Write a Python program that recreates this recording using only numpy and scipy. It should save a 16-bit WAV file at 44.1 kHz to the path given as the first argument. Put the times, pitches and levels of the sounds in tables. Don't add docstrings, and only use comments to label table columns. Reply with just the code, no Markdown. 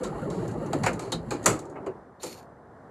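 import sys
import numpy as np
from scipy import signal
from scipy.fft import rfft, irfft
from scipy.io import wavfile
from scipy.ndimage import uniform_filter1d

SR = 44100
rng = np.random.default_rng(int(sys.argv[2]) if len(sys.argv) > 2 else 0)


def digitize_waveform(pressure):
    field = np.atleast_2d(pressure).T
    bounded = np.clip(field, -1, 1)
    quanta = np.round(bounded * 32767).astype(np.int16)
    wavfile.write(sys.argv[1], SR, quanta)


N = 127890

# centre in Hz, half-spread in Hz, level in dB.
RAIL_MODES = [(5880, 395.5, -9), (6963, 580, 3.5), (7860, 400, -2), (9490, 650, -3.5), (11500, 999, -11),
              (14000, 1500, -21.5)]
LATCH_MODES = [(3340, 430, -5), (4260, 401, 0), (5090, 510, -6.5)]
SHEET_MODES = [(796, 101, 2.5), (1014, 132.5, 0), (1286, 130, 0), (1617, 250, -5.5), (2250, 320.5, -6),
               (2810, 160, -14)]
DRAWER_MODES = [(297, 30, -1.5), (382.5, 50, 1), (495.5, 41, -2), (612.4, 58.4, -6)]
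BED_MODES = [(54.4, 5, -10.5), (117, 14, -3.5), (161.7, 22, -0.5), (215, 23, -4.5)]
PART_MODES = (RAIL_MODES, LATCH_MODES, SHEET_MODES, DRAWER_MODES, BED_MODES)


def undb(db):
    return 10 ** (np.asarray(db) / 20)


def unit(x):
    return x / np.sqrt(np.mean(x ** 2))


def decay(t, t60_s):
    return np.exp(-np.log(1000) * t / t60_s)


def curve(table, axis):
    rows = np.array(table)
    t = np.arange(N) / SR
    return undb(np.interp(t, rows[:, 0], rows[:, axis], left=-120, right=-120))


def colour(x, points):
    hz, db = np.array(points).T
    f = np.fft.rfftfreq(N, 1 / SR) + 1
    gain = undb(np.interp(np.log(f), np.log(hz), db, left=-99, right=-99))
    return unit(irfft(rfft(x) * gain, N))


def grains(rate_per_s, scatter_db, smooth):
    hit = rng.random(N) < rate_per_s / SR
    size = undb(scatter_db * rng.exponential(size=N))
    impacts = hit * size * rng.standard_normal(N)
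    return unit(impacts) + smooth * rng.standard_normal(N)


def walk(rate_hz):
    hold = int(SR / rate_hz)
    steps = np.repeat(rng.standard_normal(N // hold + 1), hold)
    return unit(uniform_filter1d(steps, hold)[:N])


def modes(clusters, t60_s, count=9):
    hz, spread_hz, db = np.repeat(np.array(clusters), count, axis=0).T[:, :, None]
    draw = rng.uniform(-1.167, 1, (3,) + hz.shape)
    grid = np.tile(np.linspace(-1, 1, count), len(clusters))[:, None]
    place = grid + draw[0] / count
    hz = hz + spread_hz * place
    t = np.arange(SR // 5) / SR
    fade = decay(t, t60_s * np.exp(0.4 * draw[1])) * (1 - np.exp(-t * hz)) ** 2
    rings = fade * np.sin(2 * np.pi * hz * t + np.pi * draw[2])
    energy = np.sum(rings ** 2, axis=1, keepdims=True)
    return undb(db - 2.1 * place ** 2) * rings / np.sqrt(energy)


def ring(rings, spread_db):
    size, sign = rng.standard_normal((2, len(rings)))
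    response = (undb(spread_db * size) * np.sign(sign)) @ rings
    return response / np.sqrt(np.sum(response ** 2))


def struck(table, blows, rise_s, chatter_db, chatter_s):
    hz, db, t60_s = np.array(table).T[:, :, None]
    t = np.arange(SR // 5) / SR
    mode_rings = undb(db) * decay(t, t60_s) * np.sin(2 * np.pi * hz * t)
    response = (mode_rings * (1 - np.exp(-t / rise_s))).sum(axis=0)
    push = np.zeros(N)
    for start_s, blow_db in blows:
        i = int(start_s * SR)
        chatter = rng.standard_normal(len(t)) * np.exp(-t / chatter_s)
        push[i:i + len(t)] += undb(blow_db) * (t == 0) + undb(blow_db + chatter_db) * chatter
    return signal.fftconvolve(push, response)[:N]


def town():
    # frequency in Hz, spectrum level in dB per Hz.
    town_colour = [(25, -16.5), (126, -5), (525, -8.5), (781, -8), (1820, -21.5), (2500, -43),
                   (9410, -49.5), (14000, -62)]
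    mean_db, waver_db = -48.5, 2.5
    return colour(rng.standard_normal(N), town_colour) * undb(mean_db + waver_db * walk(4))


def scuff():
    # time in seconds, level in dB.
    scuff_level = [(2.195, -75), (2.205, -60), (2.228, -47), (2.24, -46.5), (2.33, -49), (2.39, -56),
                   (2.46, -80)]
    # frequency in Hz, spectrum level in dB per Hz.
    scuff_colour = [(1600, -11.5), (2500, -3.5), (3200, -12), (4100, -8), (4400, 3), (4750, -9),
                    (6300, -9.5), (7000, -3), (8000, -18), (8700, -7.5), (10500, -16), (11800, -8),
                    (15500, -27)]
    grit = grains(rate_per_s=1500, scatter_db=2.5, smooth=.9)
    return colour(grit, scuff_colour) * curve(scuff_level, axis=1) * undb(1.4 * walk(66))


def side_panel():
    # mode in Hz, level in dB, T60 in seconds.
    panel_modes = [(373, -5, 0.18), (431, 2, 0.26)]
    # start in seconds, level in dB.
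    panel_blows = [(1.311, -39.5), (1.866, -30)]
    return struck(panel_modes, panel_blows, rise_s=0.0092, chatter_db=-28, chatter_s=.015)


def loose_pin():
    # mode in Hz, level in dB, T60 in seconds.
    pin_modes = [(3100, -12.5, 0.029), (3816, -4.5, 0.041), (4000, -5.5, 0.045), (4250, -2, 0.0225)]
    # start in seconds, level in dB.
    pin_blows = [(1.121, -27.5), (2.200, -52.5)]
    return struck(pin_modes, pin_blows, rise_s=.0008, chatter_db=-17, chatter_s=0.017)


def knocks(parts):
    # start in seconds; rail, latch, sheet, drawer and bed levels in dB;
    # rattle against contact in dB, rattle T60 in seconds, build-up in ms.
    knock_rows = [(.031, -43.5, -48, -39.5, -51, -44, 11, 0.18, 5.5),
                  (.300, -49, -50.5, -44.5, -61, -62, -10.5, 1, .3),
                  (.730, -35, -38, -28, -25, -46, -12, 0.14, 0.18),
                  (.833, -36.5, -40.5, -27.5, -38, -39, -2.5, .3, .3),
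                  (.861, -31, -36.5, -20, -25, -45, -5, 0.14, 1.1),
                  (.992, -41.5, -44.5, -36.5, -41.5, -47, -11.5, 0.52, .2),
                  (1.119, -32, -35.5, -31.5, -32.5, -34, -7, .15, 1),
                  (1.306, -38, -41.5, -32.5, -30.5, -57.5, -4.5, 0.22, 1.2),
                  (1.458, -13.5, -25.5, -17.5, -21.5, -30, -13, .24, 1.1),
                  (1.753, -77, -80, -41, -51, -60, 11, 0.11, 12),
                  (1.861, -56.5, -60, -38, -29.5, -46, 6, 0.12, 1),
                  (2.230, -34.5, -40, -39.5, -38, -55.5, -6.5, .27, .1)]
    # start in seconds, rail level in dB.
    tick_rows = [(.478, -48), (0.512, -51.5), (0.66, -53), (.930, -42.5), (1.021, -50), (1.428, -52.5),
                 (1.440, -42.5), (1.590, -44.5), (1.653, -56.5), (1.696, -59)]
    part_rise_s = [.0006, .0007, .0015, .006, .02]
    part_linger = [0.81, 1.01, 1.031, 1.194, 1.4]
    part_brighter = [.12, 0.0017, 0.21, 0.022, 0.0087]
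    tick_latch_db, tick_rattle_db, tick_t60_s = -10, -7, 0.2
    contact_t60_s, rattle_scatter_db, spots = 0.02, 1, 4

    out = np.zeros(N + SR)
    t = np.arange(SR // 3) / SR
    ticks = [(s, db, db + tick_latch_db, None, None, None, tick_rattle_db, tick_t60_s, 0)
             for s, db in tick_rows]
    octaves = [np.log2(np.array(clusters)[:, 0]) for clusters in PART_MODES]
    for start_s, *part_db, rattle_db, t60_s, build_ms in knock_rows + ticks:
        jolts = np.repeat(rng.standard_normal(len(t) // 64 + 1), 64)[:len(t)]
        noise = rng.standard_normal((spots, len(t)))
        rough = unit(noise * undb(rattle_scatter_db * jolts))
        for rings, db, rise_s, linger, brighter, octave in zip(
                parts, part_db, part_rise_s, part_linger, part_brighter, octaves):
            if db is None:
                continue
            tilt = undb(brighter * (db + 30) * octave)
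            rings = rings * np.repeat(tilt, len(rings) // len(octave))[:, None]
            contact = decay(t, contact_t60_s)
            rattle = undb(rattle_db) * decay(t, t60_s * linger)
            push = (1 - np.exp(-t / (rise_s + abs(build_ms) / 1000))) * (contact + rattle)
            responses = np.array([ring(rings, spread_db=2.5) for _ in range(spots)])
            power = signal.fftconvolve(push ** 2, np.sum(responses ** 2, axis=0))
            top = np.sqrt(power.max())
            blow = signal.fftconvolve(push * rough, responses, axes=1).sum(axis=0)
            i = int(start_s * SR)
            out[i:i + len(blow)] += blow * undb(db) / top
    return out[:N]


def bearing_hiss(roll_level):
    # frequency in Hz, spectrum level in dB per Hz.
    hiss_colour = [(1500, -7.5), (1910, 4), (2440, -24), (2780, -4.5), (3490, -17), (4320, -7.5),
                   (5330, -26), (6000, -21), (7290, -8), (8800, -21), (10100, -12), (13500, -31)]
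    grit = grains(rate_per_s=3300, scatter_db=2.5, smooth=1.185)
    hiss = colour(grit, hiss_colour) * undb(2.2 * walk(15))
    return hiss * curve(roll_level, axis=3)


def rolling(parts):
    # time in seconds; bed, drawer and bearing hiss levels in dB, bed and drawer before the low-pass.
    roll_level = [(0, -33, -34.5, -54.5), (.12, -34, -33, -60.5), (.38, -31.5, -32.5, -56.5),
                  (.58, -36, -33.5, -60), (.8, -29.5, -34, -55), (1.05, -39.5, -37.5, -64.5),
                  (1.25, -39, -44, -66.5), (1.42, -40, -40, -59.5), (1.45, -40, -30, -53),
                  (1.62, -54, -40, -76), (1.82, -47, -43.5, -81), (2.1, -70, -59.5, -94)]
    sheet_against_drawer_db = -7.5
    spot_step_s, roller_soft_hz = .025, 1270

    boom = np.zeros(N + SR)
    step = int(spot_step_s * SR)
    fade = np.sin(np.pi * np.arange(2 * step) / (2 * step)) ** 2
    drawer_gain = curve(roll_level, axis=2)
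    gains = drawer_gain * undb(sheet_against_drawer_db), drawer_gain, curve(roll_level, axis=1)
    for rings, gain in zip(parts[2:], gains):
        impacts = grains(rate_per_s=1100, scatter_db=0.5, smooth=0.64)
        bumps = unit(impacts * undb(1.0 * walk(20))) * gain
        bumps = np.pad(bumps, (step, 0))
        for i in range(0, int(roll_level[-1][0] * SR) + step, step):
            piece = signal.fftconvolve(bumps[i:i + 2 * step] * fade, ring(rings, spread_db=1.32))
            boom[i:i + len(piece)] += piece
    soft = signal.butter(2, roller_soft_hz, fs=SR, output="sos")
    return signal.sosfilt(soft, boom[step:step + N]) + bearing_hiss(roll_level)


def spread(mid):
    side_from_hz, side_smear_s, side_db = 3200, .02, -12.5
    side_lift, hiss_db = .4, -66
    t = np.arange(SR // 10) / SR
    smear = rng.standard_normal(len(t)) * np.exp(-t / side_smear_s)
    smear = signal.lfilter([1, -side_lift], [1], smear)
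    wide = mid + undb(hiss_db) * rng.standard_normal(N)
    high_pass = signal.ellip(8, .5, 70, side_from_hz, "high", fs=SR, output="sos")
    treble = signal.sosfilt(high_pass, wide)
    side = undb(side_db) * signal.fftconvolve(treble, smear / np.sqrt(np.sum(smear ** 2)))[:N]
    return np.array([mid + side, mid - side])


def scene():
    ring_t60_s = [.008, .012, .025, .055, .09]
    parts = [modes(clusters, t60_s) for clusters, t60_s in zip(PART_MODES, ring_t60_s)]
    mid = town() + scuff() + side_panel() + loose_pin() + knocks(parts) + rolling(parts)
    return spread(mid)


def record(dry):
    mic_low_hz, mic_high_hz, top_hz = 49.4, 13480, 15800
    mic_band = signal.butter(2, [mic_low_hz, mic_high_hz], "band", fs=SR, output="sos")
    heard = signal.sosfilt(mic_band, dry)
    return signal.sosfilt(signal.ellip(10, .2, 80, top_hz, fs=SR, output="sos"), heard)


dry = scene()
out = record(dry)
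digitize_waveform(out)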